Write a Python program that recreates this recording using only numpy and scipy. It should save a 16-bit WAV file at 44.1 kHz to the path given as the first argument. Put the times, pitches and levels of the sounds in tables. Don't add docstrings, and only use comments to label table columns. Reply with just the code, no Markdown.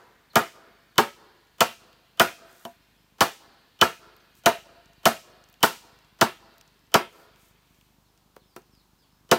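import sys
import numpy as np
from scipy import signal
from scipy.fft import rfft, irfft
from scipy.io import wavfile
from scipy.ndimage import uniform_filter1d, minimum_filter1d

SR = 44100
rng = np.random.default_rng(int(sys.argv[2]) if len(sys.argv) > 2 else 0)


def int16_out(signal):
    q = np.round(np.clip(np.atleast_2d(signal).T, -1, 1) * 32767)
    wavfile.write(sys.argv[1], SR, q.astype(np.int16))


def boost(x):
    u = np.asarray(x, float) / 20
    return 10 ** u


N = 413658
LEAD = SR // 2

# f/Hz, level/dB, t60/s
POLE = [(69.4, -27.5, 0.45), (120, -11.5, 0.12), (162, -23.5, 0.16), (236, -1.5, 0.32), (370, -2.5, 0.2),
        (432, -3.5, 0.2), (507, -1, 0.072), (569, -5.5, 0.12), (666, -10.5, 0.053), (682.2, 4, .12),
        (730.4, -9.5, 0.36), (804, -5, 0.12), (911, -6, 0.17), (980, 5.5, 0.044), (1128, -13, 0.18),
        (1088, 6.5, 0.033), (1226, 4, 0.05), (1321, 1, 0.073), (1420, -5, 0.089), (1538, -11.5, .09),
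        (1626, -12.5, 0.1), (1654, -17.5, .09), (1768, -18.5, 0.064)]
# f/Hz, t60/s
PILE = [(100, 0.18), (400, 0.23), (1300, 0.19), (3000, 0.34), (6000, 0.14), (11000, 0.23), (16000, .15)]


def evened(x):
    return x / np.sqrt(np.mean(x ** 2) + 1e-20)


def read(points, hz):
    f, value = np.transpose(points)
    return np.interp(np.log(hz + 1), np.log(f + 1), value)


def add(mix, s, sound):
    part = mix[LEAD + round(s * SR):][:len(sound)]
    part += sound[:len(part)]


def band(x, lo_hz, hi_hz):
    edges_hz = [lo_hz, min(hi_hz, SR / 2 - 500)]
    return signal.sosfilt(signal.butter(2, edges_hz, "band", fs=SR, output="sos"), x)


def high_pass(x, hz):
    return signal.sosfilt(signal.butter(3, hz, "high", fs=SR, output="sos"), x)


def bump(hz, centre_hz, octaves):
    return np.exp(-.5 * (np.log2(hz / centre_hz) / octaves) ** 2)


def ring(modes, t, longer, colour_db=0):
    hz, db, t60 = np.transpose(modes)[:, :, None]
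    level = boost(db + colour_db - 60 * t / (t60 * longer))
    return (level * np.sin(2 * np.pi * hz * t)).sum(0)


def burst(shape):
    x = rng.standard_normal(len(shape)) * shape
    for _ in range(6):
        spectrum = rfft(x)
        x = irfft(spectrum / (abs(spectrum) + 1e-12), len(x))
        x = x * shape / np.sqrt(uniform_filter1d(x ** 2, size=31) + 1e-9)
    return x / np.linalg.norm(x)


def space(decay, start_s, rise_s, colour=((1, 0), (2, 0)), size=SR // 2):
    hz, t, z = signal.stft(rng.standard_normal(size), SR, nperseg=256)
    age = np.maximum(t - start_s, 0)
    level_db = read(colour, hz)[:, None] - 60 * age / read(decay, hz)[:, None]
    z = z * boost(level_db) * (1 - np.exp(-age / rise_s))
    tail = signal.istft(z, SR, nperseg=256)[1]
    return tail / np.linalg.norm(tail)


def stirred(strength_db, spot, notch, thud_hz):
    # f/Hz, level/dB
    families = [(228, -23), (385, -21.5), (540, -18), (685, -10.5), (940, -16), (1100, -19), (1345, -13),
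                (1680, -20)]
    joint_hz, joint_octaves = 682, .14
    hz = np.transpose(POLE)[0]
    tone_db, octave_db = 20 * np.log10(abs(np.sin(np.pi * spot * np.arange(1, 3))) + .05)
    vent_db = -18 * notch ** 2
    joint_db = (tone_db + vent_db) * bump(hz, joint_hz, joint_octaves)
    joint_db += octave_db * bump(hz, 2 * joint_hz, joint_octaves)
    if thud_hz:
        low_db = 17 * bump(hz, thud_hz, 0.45)
    else:
        low_db = 16.5 * notch * bump(hz, 399.2, 0.86)
    chance_db = 2.64 * rng.standard_normal(len(hz))
    colour_db = strength_db + read(families, hz) + joint_db + low_db + chance_db
    return colour_db[:, None], tone_db


def pole_ring(strength_db, colour_db, longer, wedge_s):
    # f/Hz, level/dB, t60/s
    neighbour = [(1294, -25, .35), (1370, -27, 0.26), (690, -37.5, .4)]
    t = np.arange(SR // 2) / SR
    wedge = t[:1500] / wedge_s
    jolts = burst(wedge ** 2 * np.exp(-wedge))
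    pole = signal.fftconvolve(boost(5) * ring(POLE, t[:SR // 4], 1.41 * longer, colour_db), jolts)
    pole = np.pad(pole, (0, SR // 4))
    pole *= np.exp(-(np.arange(len(pole)) / SR / 0.041) ** 2)
    return pole + signal.fftconvolve(boost(strength_db - 17) * ring(neighbour, t, 1), jolts)


def split_skin(crack_db, splinter_db, fibres_db, tear_db, longer):
    # f/Hz, level/dB, t60/s
    fibres = [(2260, -4.5, 0.023), (2495, -2, 0.095), (2440, -6.5, .05), (2466, -0.5, 0.059),
              (2740, 0, 0.1)]
    t = np.arange(SR // 2) / SR
    early = t[:1500]
    snap = np.exp(-early / .0011) + 0.14 * np.exp(-early / 0.02)
    splinter = np.exp(-early / 0.0057) + 0.23 * np.exp(-early / 0.0062)
    edge = signal.fftconvolve(boost(fibres_db - 10.5) * ring(fibres, t, .7 * longer), burst(snap))
    edge[:1500] += boost(crack_db + 22) * band(burst(snap), 8000, 18000)
    edge[:1500] += boost(splinter_db + 26.5) * band(burst(splinter), 1300, 7500)
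    hiss = rng.standard_normal((2, len(t)))
    fading_db = -60 * t / .48
    edge[:len(t)] += boost(tear_db - 29.0 + fading_db) * band(hiss[0], 3200, 9800)
    edge[:len(t)] += boost(tear_db - 32.5 + 1.1 * fading_db) * band(hiss[1], 9000, 17000)
    return edge


def blade_ring(db):
    # f/Hz, level/dB, t60/s
    steel = [(3024, -3.5, 0.2), (3284, -3.5, .07), (3400, -11.5, 0.14)]
    t = np.arange(SR // 2) / SR
    ping = burst(np.exp(-t[:1500] / .002))
    return signal.fftconvolve(boost(db + 4.0) * ring(steel, t, .4 * 0.47), ping)


def pile_rattle(pole, edge, strength_db):
    rattle_db = 0.075 * min(strength_db + 16, 0)
    sent = boost(-10.5) * pole + boost(-11) * edge
    return boost(rattle_db) * signal.fftconvolve(sent, space(PILE, 0.00063, 0.00029))[:len(pole)]


def slope_echo(close):
    # f/Hz, t60/s
    slopes = [(100, 0.3), (400, 1), (1300, .9), (3000, 4.8), (6000, 0.27), (9000, 0.43), (12000, .3)]
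    # f/Hz, level/dB
    slopes_colour = [(80, -4), (200, 5.5), (320, 15), (500, 10.5), (1300, 7.5), (2500, 3), (4500, 8),
                     (6000, 2), (9300, -6), (11000, -14), (16000, -24)]
    echoes = space(slopes, .165, .03, slopes_colour, size=SR)
    return boost(-42) * signal.fftconvolve(close, echoes)


def chop(s, strength_db, spot, crack_db, blade_db, thud_hz=0):
    bites = not thud_hz
    notch = bites * np.clip((s - 5.8) / 4.4, 0, 1)
    colour_db, tone_db = stirred(strength_db, spot, notch, thud_hz)
    full_splinter_db = -14
    if bites:
        longer, wedge_s = 0.47 + 0.14 * notch, .0033
        skin_db = -6.5 * np.exp(-s / 0.63)
        splinter_db = full_splinter_db + 0.16 * strength_db + skin_db
    else:
        longer, wedge_s = .55 * (400 / thud_hz) ** 2.2, 0.001
        splinter_db = crack_db - 8.5
    fibres_db = splinter_db - full_splinter_db - 12.5 + .7 * tone_db * bites
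    tear_db = crack_db + 0.5 - 23.5 * notch
    pole = pole_ring(strength_db, colour_db, longer, wedge_s)
    edge = split_skin(crack_db, splinter_db, fibres_db, tear_db, longer)
    close = pole + edge + pile_rattle(pole, edge, strength_db)
    out = slope_echo(close)
    out[:len(close)] += close + blade_ring(blade_db)
    return s + 0.0006, out


def blows():
    # t/s, strength/dB, landing spot (0 node to 0.5 mid-joint), bite level/dB, blade ring level/dB
    swings = [(-.27, 5, 0.067, -8.5, -20), (0.3559, 1.5, 0.22, -11, -21), (.9802, 2.5, 0.039, -13.5, -12.5),
              (1.6057, -3.5, 0.31, -11, -14), (2.1966, 0, 0.25, -8.5, -10), (3.2066, 1, .09, -9, -15.5),
              (3.8125, 1.5, .13, -11.5, -3.5), (4.459, -0.5, 0.32, -13, -17), (5.0548, -2.5, .25, -9, -15),
              (5.6287, 0, 0.059, -6.5, -12.5), (6.2113, 0.5, .08, -14, -18.5),
              (6.9409, -1.5, 0.1, -15, -16.5), (9.3135, -5.5, 0.39, -14.5, -20)]
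    mix = np.zeros(N + LEAD)
    for swing in swings:
        add(mix, *chop(*swing))
    return mix


def engine():
    # t/s, level/dB
    loudness = [
        (0, -70.5),
        (2.901, -69.5),
        (5.001, -67.5),
        (7.4, -67),
        (8.699, -66.5),
        (9.4, -69.5),
    ]
    s, db = np.transpose(loudness)
    t = np.arange(N) / SR
    firings_per_s, uneven_db = 25.3, 3.5
    fired = np.diff(np.floor(firings_per_s * t), prepend=0)
    pipe = [(52.92, -16.5, 0.34), (140, 0, 0.027), (200, -3.5, 0.023)]  # f/Hz, level/dB, t60/s
    thump = ring(pipe, t[:SR // 4], 0.87)
    puffs = signal.oaconvolve(fired * boost(uneven_db * rng.standard_normal(N)), thump)[:N]
    return boost(np.interp(t, s, db) + 0.5) * evened(puffs)


def air():
    # f/Hz, level/dB per Hz
    hush = [(15, -41), (25, -22), (90, -6), (142, -3.5), (208, -6), (280, -6), (553, -14), (1010, -9.5),
            (1980, -19), (4360, -18), (10400, -26.5), (15200, -21.5), (16500, -44)]
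    hz = np.fft.rfftfreq(1024, 1 / SR)
    a, b, patches = rng.standard_normal((N // 256 + 5, 513, 3)).T
    patches = evened(uniform_filter1d(uniform_filter1d(patches, 14, 0), 16, 1))
    z = (a + 1j * b) * boost(read(hush, hz)[:, None] + 0.5 * patches)
    return boost(-66.5) * evened(signal.istft(z, nperseg=1024, noverlap=768)[1][:N])


def circuit_whine():
    return boost(-92.0) * np.sin(2 * np.pi * 12570 * np.arange(N) / SR)


def chicks():
    # t/s, length/s, start f/Hz, end f/Hz, level/dB
    peeps = [(.297, .03, 4600, 3120, -63), (.89, .04, 4800, 3500, -75), (2.82, .025, 6000, 3040, -78.5),
             (2.95, .04, 3400, 2690, -75), (2.053, 0.03, 3240, 2940, -74), (4.95, .06, 4970, 3240, -74),
             (4.2, .016, 6710, 3800, -72), (4.337, .013, 3405, 3000, -73.5), (8.04, .05, 4600, 3000, -79),
             (8.39, .06, 4400, 2750, -73), (8.46, .11, 5360, 3900, -77.5), (8.7, 0.14, 5455, 3130, -72.5),
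             (8.97, .1, 5300, 3900, -75.5), (9.015, .05, 3500, 2500, -74.5)]
    mix = np.zeros(N + LEAD)
    for s, length, start_hz, end_hz, db in peeps:
        glide = np.linspace(0, 1, round(length * SR)) ** 1.6
        hz = start_hz + (end_hz - start_hz) * glide
        waver = evened(uniform_filter1d(rng.standard_normal(SR // 4), 120))[:len(hz)]
        voice = np.sin(2 * np.pi * np.cumsum(hz + 120 * waver) / SR)
        add(mix, s, boost(db) * voice * signal.windows.tukey(len(hz), .6))
    blur = signal.fftconvolve(mix, space(PILE, 0.005, .01))[:len(mix)]
    return 0.87 * mix + 0.49 * blur


def cricket():
    # t/s, length/s
    trills = [
        (.78, 0.074),
        (2.798, .06),
        (2.974, 0.076),
        (6.767, 0.1),
        (8.08, 0.032),
        (8.44, .06),
        (8.773, 0.044),
        (9.1, 0.11),
    ]
    mix = np.zeros(N + LEAD)
    for s, length in trills:
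        t = np.arange(0, length, 1 / SR)
        wings = np.sin(2 * np.pi * 5150 * t) + 0.7 * np.sin(2 * np.pi * 5310 * t)
        add(mix, s, boost(-79.5) * np.sin(np.pi * 62 * t) ** 4 * wings)
    return mix


def fibre_ticks():
    # t/s, peak level/dB, pitch f/Hz
    snaps = [(1.4705, -59.5, 4000), (1.9294, -50, 2940), (4.1654, -52, 15000), (4.3525, -54, 11000),
             (4.8578, -52, 4480), (4.933, -53, 4000), (5.4395, -52, 5420), (5.4877, -55, 8900),
             (5.4984, -54, 15000), (5.5273, -52, 14060), (5.5404, -47, 2960), (5.9887, -52.5, 3920),
             (6.0467, -63, 7000), (6.5394, -64, 7900), (6.581, -50, 11000), (6.6112, -42.5, 4100),
             (6.677, -54.5, 5150), (6.744, -64, 3980), (6.7924, -61, 4470), (6.868, -64.5, 7900),
             (7.3594, -51, 2800), (7.7445, -60, 4000), (7.8108, -50, 2500), (8.176, -56, 4500),
             (8.619, -62.5, 8000), (8.751, -57, 3500)]
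    mix = np.zeros(N + LEAD)
    fade = np.exp(-np.arange(400) / SR / 0.0018)
    for s, db, hz in snaps:
        snap = boost(db + 17.5) * burst(fade)
        tick = np.zeros(len(snap))
        for lo_hz, hi_hz in [(2200, 3600), (4300, 9000), (10500, 16500)]:
            weight = 0.35 + bump((lo_hz + hi_hz) / 2, hz, 0.47)
            tick += weight * band(band(snap, lo_hz, hi_hz), lo_hz, hi_hz)
        add(mix, s, tick)
    return mix


def rubs():
    # t/s, length/s, level/dB
    strokes = [
        (2.421, 0.36, -65),
        (4.336, 0.092, -67),
        (7.043, 0.26, -69.5),
        (7.346, .2, -68),
        (7.599, 0.37, -77),
    ]
    mix = np.zeros(N + LEAD)
    for s, length, db in strokes:
        swell = np.sin(np.pi * np.arange(0, length, 1 / SR) / length)
        grains = uniform_filter1d(rng.standard_normal(SR), 150)[:len(swell)]
        hiss = evened(band(rng.standard_normal(SR), 6600, 15700))[:len(swell)]
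        add(mix, s, boost(db + 2.0 * evened(grains)) * swell * hiss)
    return mix


def knocks():
    # t/s, strength/dB, landing spot (0 node to 0.5 mid-joint), click level/dB, thud f/Hz
    taps = [
        (2.6507, -31, .47, -41.5, 260),
        (8.3636, -45.5, 0.044, -54, 510),
        (8.5625, -36.5, 0.085, -44, 353),
    ]
    mix = np.zeros(N + LEAD)
    for s, strength_db, spot, click_db, thud_hz in taps:
        blade_db = click_db - 50 * (.5 - spot)
        add(mix, *chop(s, strength_db, spot, click_db, blade_db, thud_hz))
    return mix


def mic_port(near):
    # f/Hz, level/dB
    port = [(300, -4), (6000, 7.5), (8000, 2.5), (9500, 1.5), (10500, -4.5), (11500, 2), (13000, 2),
            (15300, 1.5)]
    hz = np.fft.rfftfreq(len(near), 1 / SR)
    near = irfft(rfft(near) * boost(read(port, hz)), len(near))
    return high_pass(near, 120)


def scene():
    near = mic_port(blows() + chicks() + cricket() + fibre_ticks() + rubs() + knocks())
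    far = high_pass(engine() + air(), 40) + circuit_whine()
    return (near[LEAD:] + far)[None]


def roll_off(x):
    return signal.sosfilt(signal.butter(12, 17100, fs=SR, output="sos"), x)


def record(dry):
    room = minimum_filter1d(np.minimum(0.64 / (abs(dry) + 1e-9), 1), size=161, axis=1)
    x = dry * uniform_filter1d(room, size=161, axis=1)
    lead_in = boost(-38) * np.roll(x, -1024, 1) + boost(-44) * np.roll(x, -512, 1)
    lead_in[:, -1024:] = 0
    ahead = np.arange(800) / SR
    thin_tone = boost(-1500 * ahead) * np.cos(2 * np.pi * 3050 * ahead)
    early = signal.oaconvolve(x[:, ::-1], thin_tone[None], axes=1)[:, :N][:, ::-1]
    x = x + boost(-3.0) * lead_in + boost(-57) * early
    low_pass = signal.firwin(255, 15900, window=("kaiser", 6), fs=SR)
    mix = signal.oaconvolve(x, low_pass[None], "same")
    return roll_off(mix)


dry = scene()
out = record(dry)
int16_out(out)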